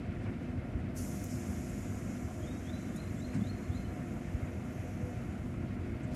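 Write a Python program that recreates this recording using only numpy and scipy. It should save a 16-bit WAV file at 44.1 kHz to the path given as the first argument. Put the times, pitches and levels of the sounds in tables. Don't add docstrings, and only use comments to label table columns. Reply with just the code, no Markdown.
import sys
import numpy as np
from scipy import signal
from scipy.fft import rfft, irfft, next_fast_len
from scipy.io import wavfile
from scipy.ndimage import uniform_filter1d

SR = 44100
rng = np.random.default_rng(int(sys.argv[2]) if len(sys.argv) > 2 else 0)


def put_to_file(sound):
    columns = np.atleast_2d(sound).T
    safe = np.clip(columns, -1, 1)
    whole_steps = np.round(safe * 32767)
    wavfile.write(sys.argv[1], SR, whole_steps.astype(np.int16))


def ratio(d):
    e = np.asarray(d, float) / 20
    return 10 ** e


N = 271215
TIME = np.arange(N) / SR
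SHAFT_HZ = 24.78

# time_s, gust_db
BREEZE_GUSTS = [
    (0, -38.5),
    (1.0, -40.5),
    (2.6, -52),
    (3.5, -40),
    (4.6, -42),
    (5.0, -44),
    (6.15, -30.5),
]
# centre_s, peak_db, pitch_hz
WIND_BUFFETS = [(0.282, -27, 106), (0.585, -27.5, 95), (.76, -34, 70), (0.884, -36.5, 109),
                (1.351, -36.5, 139), (1.495, -35.5, 91), (2.139, -39, 96), (2.25, -34, 100),
                (2.43, -32, 88.7), (3.11, -33, 99), (3.7, -30, 99), (3.881, -33.5, 70.1),
                (4.349, -22, 77.3), (4.431, -28.5, 95), (4.685, -31.5, 102), (4.8, -36, 102),
                (5.039, -28, 93), (5.399, -31, 90), (6.051, -31.5, 124)]
# frequency_hz, density_db [dB per Hz]
ROAR_SPECTRUM = [(15, -44), (25, -12), (86, -2), (129, -3.5), (253, -4.5), (349, -12), (421, -22.5),
                 (509, -20), (741, -19.5), (826, -28.5), (1410, -28), (2170, -28), (3150, -39),
                 (3830, -43.5), (4900, -45.5), (7500, -49), (13500, -57), (15500, -83)]
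# centre_hz, width_hz, height_db
DUCT_HUMPS = [(95, 16, 3.5), (347, 12, 0.5), (495, 68, 4.5), (1392, 100, 4.5), (2130, 65, 4),
              (2600, 190, 2.5), (3000, 660, -0.5)]
# time_s, pitch_hz, peak_db
SONG_PHRASES = [
    [(2.41, 3120, -69), (2.44, 3280, -55), (2.481, 3620, -58), (2.516, 3770, -61)],
    [(2.652, 3220, -62), (2.669, 3290, -56), (2.70, 3590, -54), (2.74, 3950, -56), (2.761, 3975, -57)],
    [(2.93, 3330, -69), (2.955, 3520, -62), (2.98, 3900, -57), (3.006, 4150, -54)],
    [(3.18, 3440, -63), (3.205, 3575, -65), (3.223, 3910, -57), (3.25, 4180, -54)],
    [(3.41, 3420, -66), (3.443, 3590, -60), (3.473, 3910, -56), (3.502, 4260, -53)],
    [(3.72, 3430, -66), (3.735, 3600, -64), (3.752, 3910, -59), (3.775, 4160, -54)],
]
# centre_s, pitch_hz, peak_db, half_length_s
STRAY_CHIPS = [
    (3.857, 3020, -60, .022),
    (3.165, 7560, -67, .035),
    (3.197, 7420, -59.5, .025),
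]
# centre_s, pitch_hz, peak_db, half_length_s
ROCK_RETURNS = [(2.57, 3780, -64, .03), (2.79, 3990, -64, .035), (2.835, 3990, -63, .035),
                (3.085, 4140, -68, .04), (3.32, 4150, -68, .04), (3.59, 4230, -70, .06),
                (3.65, 4250, -70, .03), (3.04, 4125, -64, .04), (3.29, 4110, -66, .03),
                (3.35, 4080, -63, .015), (3.54, 4260, -69, .03), (3.808, 4100, -64, .014),
                (3.85, 4130, -71, .03), (3.89, 4130, -67, .03)]
# start_s, level_db [rms], length_s, low_hz, high_hz
NOISE_PUFFS = [(0.251, -54.5, 0.06, 870, 2500), (.965, -66, 0.07, 4300, 4700),
               (2.958, -62, .022, 5200, 12000), (5.541, -54, 0.018, 1000, 1350),
               (5.35, -58, .025, 1400, 1600), (3.327, -52.5, 0.073, 890, 2450),
               (3.336, -58, 0.043, 3400, 9100), (6.03, -65.5, .03, 6000, 8600),
               (.962, -56, .07, 5500, 6500), (4.641, -72, 0.73, 5600, 6600),
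               (1.2417, -44, 0.001, 12800, 15700), (1.2417, -52, .001, 8000, 12500),
               (1.2431, -54, .0012, 9000, 14000), (6.0785, -64, .002, 7500, 13000),
               (6.115, -66, .002, 8000, 12000), (6.135, -59, .004, 3500, 12500),
               (6.11, -67, .05, 3500, 8000), (6.143, -54, .016, 1500, 12500),
               (5.995, -72, .025, 11100, 11300), (.958, -59, 0.044, 9000, 14000),
               (1.07, -61, .025, 5300, 6300), (1.3, -61, .07, 4800, 5800), (0.99, -63, .03, 4600, 5600),
               (1.32, -66, .04, 5700, 6400), (3.15, -68, .09, 7250, 7600), (3.0, -71, 0.27, 7200, 12000),
               (4.66, -76, 0.43, 11000, 12000)]
# pitch_hz, level_db, t60_s
CLINK_MODES = [(5400, -13, .06), (5790, -12, .05), (6720, -1, .03), (6950, -7, .02), (8590, -9, .025),
               (9230, -6, .025), (9850, -4, .022), (11000, -14, .02), (12050, -8, .03)]
# centre_s, pitch_hz, peak_db, half_length_s
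BUMP_TONES = [
    (3.365, 155, -29, 0.033),
    (3.368, 271, -34.5, 0.05),
    (3.388, 206, -32.5, 0.034),
    (3.40, 102.4, -36, 0.157),
    (3.42, 202, -27, 0.03),
    (3.435, 126, -36, 0.041),
    (5.07, 495, -48, 0.17),
]
# time_s, jet_db
VENT_LEVEL = [
    (.958, -56),
    (.98, -51.5),
    (1.07, -55.5),
    (2.05, -61),
    (2.5, -63),
    (4.62, -69.5),
    (4.7, -68),
    (5.27, -70),
    (5.8, -80),
]
# frequency_hz, density_db [dB per Hz]
JET_CORE = [(3300, -16), (4200, -17), (4500, -15), (5200, -7.5), (5900, -5.5), (6900, -2), (7700, -6.5),
            (8800, -13), (10500, -29)]
# frequency_hz, density_db [dB per Hz]
JET_BRIGHT = [(6500, -22), (8500, -2.5), (9500, -4), (11200, 0), (12800, -3.5), (13500, -16), (14000, -22),
              (14800, -11.5), (15650, -19)]
# shaft_multiple, level_db [rms]
HUM_ORDERS = [(4, -54.5), (8, -54), (9, -56.5), (10, -50), (12, -63.5), (14, -57), (15, -67), (16, -65.5),
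              (17, -101), (18, -68.5), (20, -76), (25, -62.5), (27, -72.5), (28, -68), (29, -67.5),
              (30, -76.5), (36, -83.5)]
# pitch_hz, level_db [rms], wander_hz
MACHINE_WHINES = [(140, -62, 1.87), (3016, -82, 4), (10944, -95, 16)]
# frequency_hz, threshold_db [over the local level]
GATE_THRESHOLD = [(1500, -14), (2800, -1), (4000, 4), (5200, 4.5), (6500, 3.5), (9000, 5.5), (12500, 5.5),
                  (13300, 9), (14100, 12), (14500, 8), (15700, 7)]


def rms_one(x):
    return x / np.sqrt(np.mean(x ** 2) + 1e-20)


def band(x, order, edges_hz, kind="band"):
    return signal.sosfilt(signal.butter(order, edges_hz, kind, fs=SR, output="sos"), x)


def in_time(rows):
    s, level = np.transpose(rows)
    return np.interp(TIME, s, level)


def drift(rate):
    r = np.exp(-80 * np.pi * rate / SR)
    noise = rng.standard_normal(N // 40 + 2002)
    slow = signal.lfilter([1], [1, -2 * r, r * r], noise)[2000:]
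    return np.interp(np.arange(N) / 40, np.arange(len(slow)), rms_one(slow - slow.mean()))


def airy_noise(spectrum, humps, patchy_db, patch_rate, count=1):
    size = next_fast_len(N)
    hz = np.arange(size // 2 + 1) * SR / size + 1
    table_hz, table_db = np.transpose(spectrum)
    level_db = np.interp(np.log(hz), np.log(table_hz), table_db, right=-120)
    for centre_hz, width_hz, hump_db in humps:
        level_db = level_db + hump_db / (1 + (2 * (hz - centre_hz) / width_hz) ** 2)
    coloured = rfft(rng.standard_normal(size)) * ratio(level_db)
    octave = np.log2(hz)
    out = np.zeros(N)
    for k in np.arange(4 if count == 1 else 11, 14.5, 1 / count):
        share = np.clip(1 - count * np.abs(octave - k), 0, 1)
        out += irfft(coloured * share, size)[:N] * ratio(patchy_db * drift(patch_rate))
    return rms_one(out)


def pips(rows, rise_hz_per_s):
    out = np.zeros(N)
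    for centre, hz, peak_db, length in rows:
        near = slice(max(round((centre - length) * SR), 0), round((centre + length) * SR))
        t = TIME[near] - centre
        swell = np.cos(.5 * np.pi * t / length) ** 4
        cycles = hz * t + .5 * rise_hz_per_s * t ** 2
        out[near] += ratio(peak_db) * swell * np.cos(2 * np.pi * cycles)
    return out


def wind():
    low = band(rng.standard_normal(N), 2, [45, 130])
    return ratio(in_time(BREEZE_GUSTS) - 7.0) * rms_one(low * ratio(3.6 * drift(19.0)))


def buffets():
    lumps = [(s, hz, db, 0.032 * ratio(-.6 * (db + 33))) for s, db, hz in WIND_BUFFETS]
    return pips(lumps, 0)


def phrase(notes):
    edge_s, edge_db, scoop_hz = .02, -22, 100
    dip_db_per_s = 350
    note_step = .35
    s, hz, peak_db = np.transpose(notes)
    s = np.r_[s[0] - edge_s, s, s[-1] + edge_s]
    hz = np.r_[hz[0] - scoop_hz, hz, hz[-1]]
    peak_db = np.pad(peak_db, 1, "edge")
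    first, places = round(s[0] * SR), np.arange(len(s))
    last = places[-2]
    note = np.interp(TIME[first:round(s[-1] * SR)], s, places)
    inner = (note > 1) & (note < last)
    gap_s = np.diff(s)[np.minimum(note.astype(int), last)]
    dip_db = dip_db_per_s * gap_s * np.sin(np.pi * note) ** 2
    edge = np.clip(1 - note, 0, 1) + np.clip(note - last, 0, 1)
    level_db = np.interp(note, places, peak_db) - inner * dip_db + edge_db * edge ** 1.5
    stepped = note - note_step * np.sin(2 * np.pi * note) / (2 * np.pi)
    pitch_hz = np.interp(stepped, places, hz)
    return first, ratio(level_db) * np.sin(2 * np.pi * np.cumsum(pitch_hz) / SR)


def bird():
    trees_t60_s, trees_db = .8, -8.5
    flutter = 1 + .36 * rms_one(uniform_filter1d(rng.standard_normal(N), size=130))
    out = pips(STRAY_CHIPS, 4400) + ratio(-3.0) * flutter ** 2 * pips(ROCK_RETURNS, 0)
    t = TIME[:SR // 2]
    for notes in SONG_PHRASES:
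        first, song = phrase(notes)
        song = song * flutter[first:first + len(song)]
        echoes = rng.standard_normal(len(t)) * ratio(-60 * t / trees_t60_s) * (1 - np.exp(-t / 0.011))
        tail = signal.fftconvolve(song, echoes)
        tail_gain = ratio(trees_db) * np.sqrt(np.sum(song ** 2) / np.sum(tail ** 2))
        out[first:first + len(song)] += song
        out[first:first + len(tail)] += tail_gain * flutter[first:first + len(tail)] * tail
    return out


def puffs():
    out = np.zeros(N)
    for start, level_db, length, low_hz, high_hz in NOISE_PUFFS:
        t = TIME[:round(length * SR)]
        noise = band(rng.standard_normal(SR), 4, [low_hz, high_hz])
        swell = np.sin(np.pi * (t / length) ** 0.54)
        burst = ratio(level_db) * rms_one(noise[-len(t):]) * swell
        at = round(start * SR)
        out[at:at + len(t)] += burst[:N - at]
    return out


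def clink():
    t = np.clip(TIME - 2.9615, 0, None)
    rings = sum(ratio(db - 60 * t / t60) * np.sin(2 * np.pi * hz * t) for hz, db, t60 in CLINK_MODES)
    rings = rings * (1 - np.exp(-t / 0.00033))
    second = ratio(-5) * np.roll(rings, round(.007 * SR))
    return ratio(-48) * (rings + second)


def bumps():
    return pips(BUMP_TONES, 0)


def vent():
    since = np.clip(TIME - .958, 0, None)
    bright_db = -7.5 + 6.5 * np.exp(-since / 0.57) + 1.08 * since
    opening = np.clip(since / 0.0098, 0, 1)
    whistles = [(6990, 58, 4.5), (6700, 27, 3.3), (6050, 81, 3.7)]  # centre_hz, width_hz, height_db
    core = airy_noise(JET_CORE, whistles, patchy_db=2.0, patch_rate=45.0, count=4)
    top = airy_noise(JET_BRIGHT, [(10960, 240, 1.8)], patchy_db=1.2, patch_rate=14.0, count=4)
    return opening * ratio(in_time(VENT_LEVEL)) * (core + ratio(bright_db) * top)


def roar():
    air = airy_noise(ROAR_SPECTRUM, DUCT_HUMPS, patchy_db=1.2, patch_rate=14.0)
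    low = band(air, 1, 700, "low")
    throb = .16 * np.sin(2 * np.pi * SHAFT_HZ * TIME)
    return ratio(-40.5) * (air + throb * low)


def hum():
    turns = np.cumsum(SHAFT_HZ * (1 + 0.00074 * drift(0.95))) / SR
    out = np.zeros(N)
    for order, db in HUM_ORDERS:
        out += ratio(db + 3.12 * drift(4.8)) * np.sin(2 * np.pi * (order * turns + rng.random()))
    for hz, db, wander_hz in MACHINE_WHINES:
        cycles = np.cumsum(hz + wander_hz * drift(4.44)) / SR
        out += ratio(db + 3.5 * drift(5.0)) * np.sin(2 * np.pi * cycles)
    return np.sqrt(2) * out


def scene():
    air = wind() + buffets()
    train = bumps() + clink() + vent() + roar() + hum()
    return (air + bird() + puffs() + train)[None]


def sharp_moments(x):
    bright = uniform_filter1d(band(x, 6, 13500, "high") ** 2, size=64)
    sudden = bright > 14 * uniform_filter1d(bright, size=4096)
    widened = uniform_filter1d(1. 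* sudden, size=400) > 1e-6
    return uniform_filter1d(1. * widened, size=200)


def spectral_gate(x):
    half, lead = 1024, 300
    sharp = sharp_moments(x)
    n, k = np.arange(2 * half)[:, None] + .5, np.arange(half) + .5
    window = np.sin(np.pi * n / (2 * half))
    basis = window * np.cos(np.pi / half * (n + half / 2) * k) * np.sqrt(2 / half)
    padding = (half + lead, 2 * half - (N + lead) % half)
    blocks = np.pad(x * (1 - sharp), padding).reshape(-1, half)
    lines = np.hstack([blocks[:-1], blocks[1:]]) @ basis
    hz = k * SR / (2 * half)
    near = uniform_filter1d(lines ** 2, size=24)
    below = uniform_filter1d(lines ** 2, size=200, origin=90)
    masked = near + (hz > 12000) * ratio(-6) ** 2 * below
    chance = uniform_filter1d(rng.standard_normal((len(lines), half // 16)), size=4, axis=0)
    uneven_db = np.where(hz > 13000, 8.0, 2.5) * np.repeat(chance, 16, axis=1)
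    threshold_db = np.interp(hz, *np.transpose(GATE_THRESHOLD))
    step = np.sqrt(masked + 1e-16) * ratio(threshold_db + uneven_db)
    frames = (lines * (np.abs(lines) > step / 2)) @ basis.T
    gated = (frames[1:, :half] + frames[:-1, half:]).ravel()[lead:lead + N]
    return sharp * x + gated


def roll_off(x):
    return signal.sosfilt(signal.butter(12, 15700, fs=SR, output="sos"), x)


def record(dry):
    cut = band(dry[0], 4, 42, "high")
    mix = spectral_gate(cut)[None]
    return roll_off(mix)


dry = scene()
out = record(dry)
put_to_file(out)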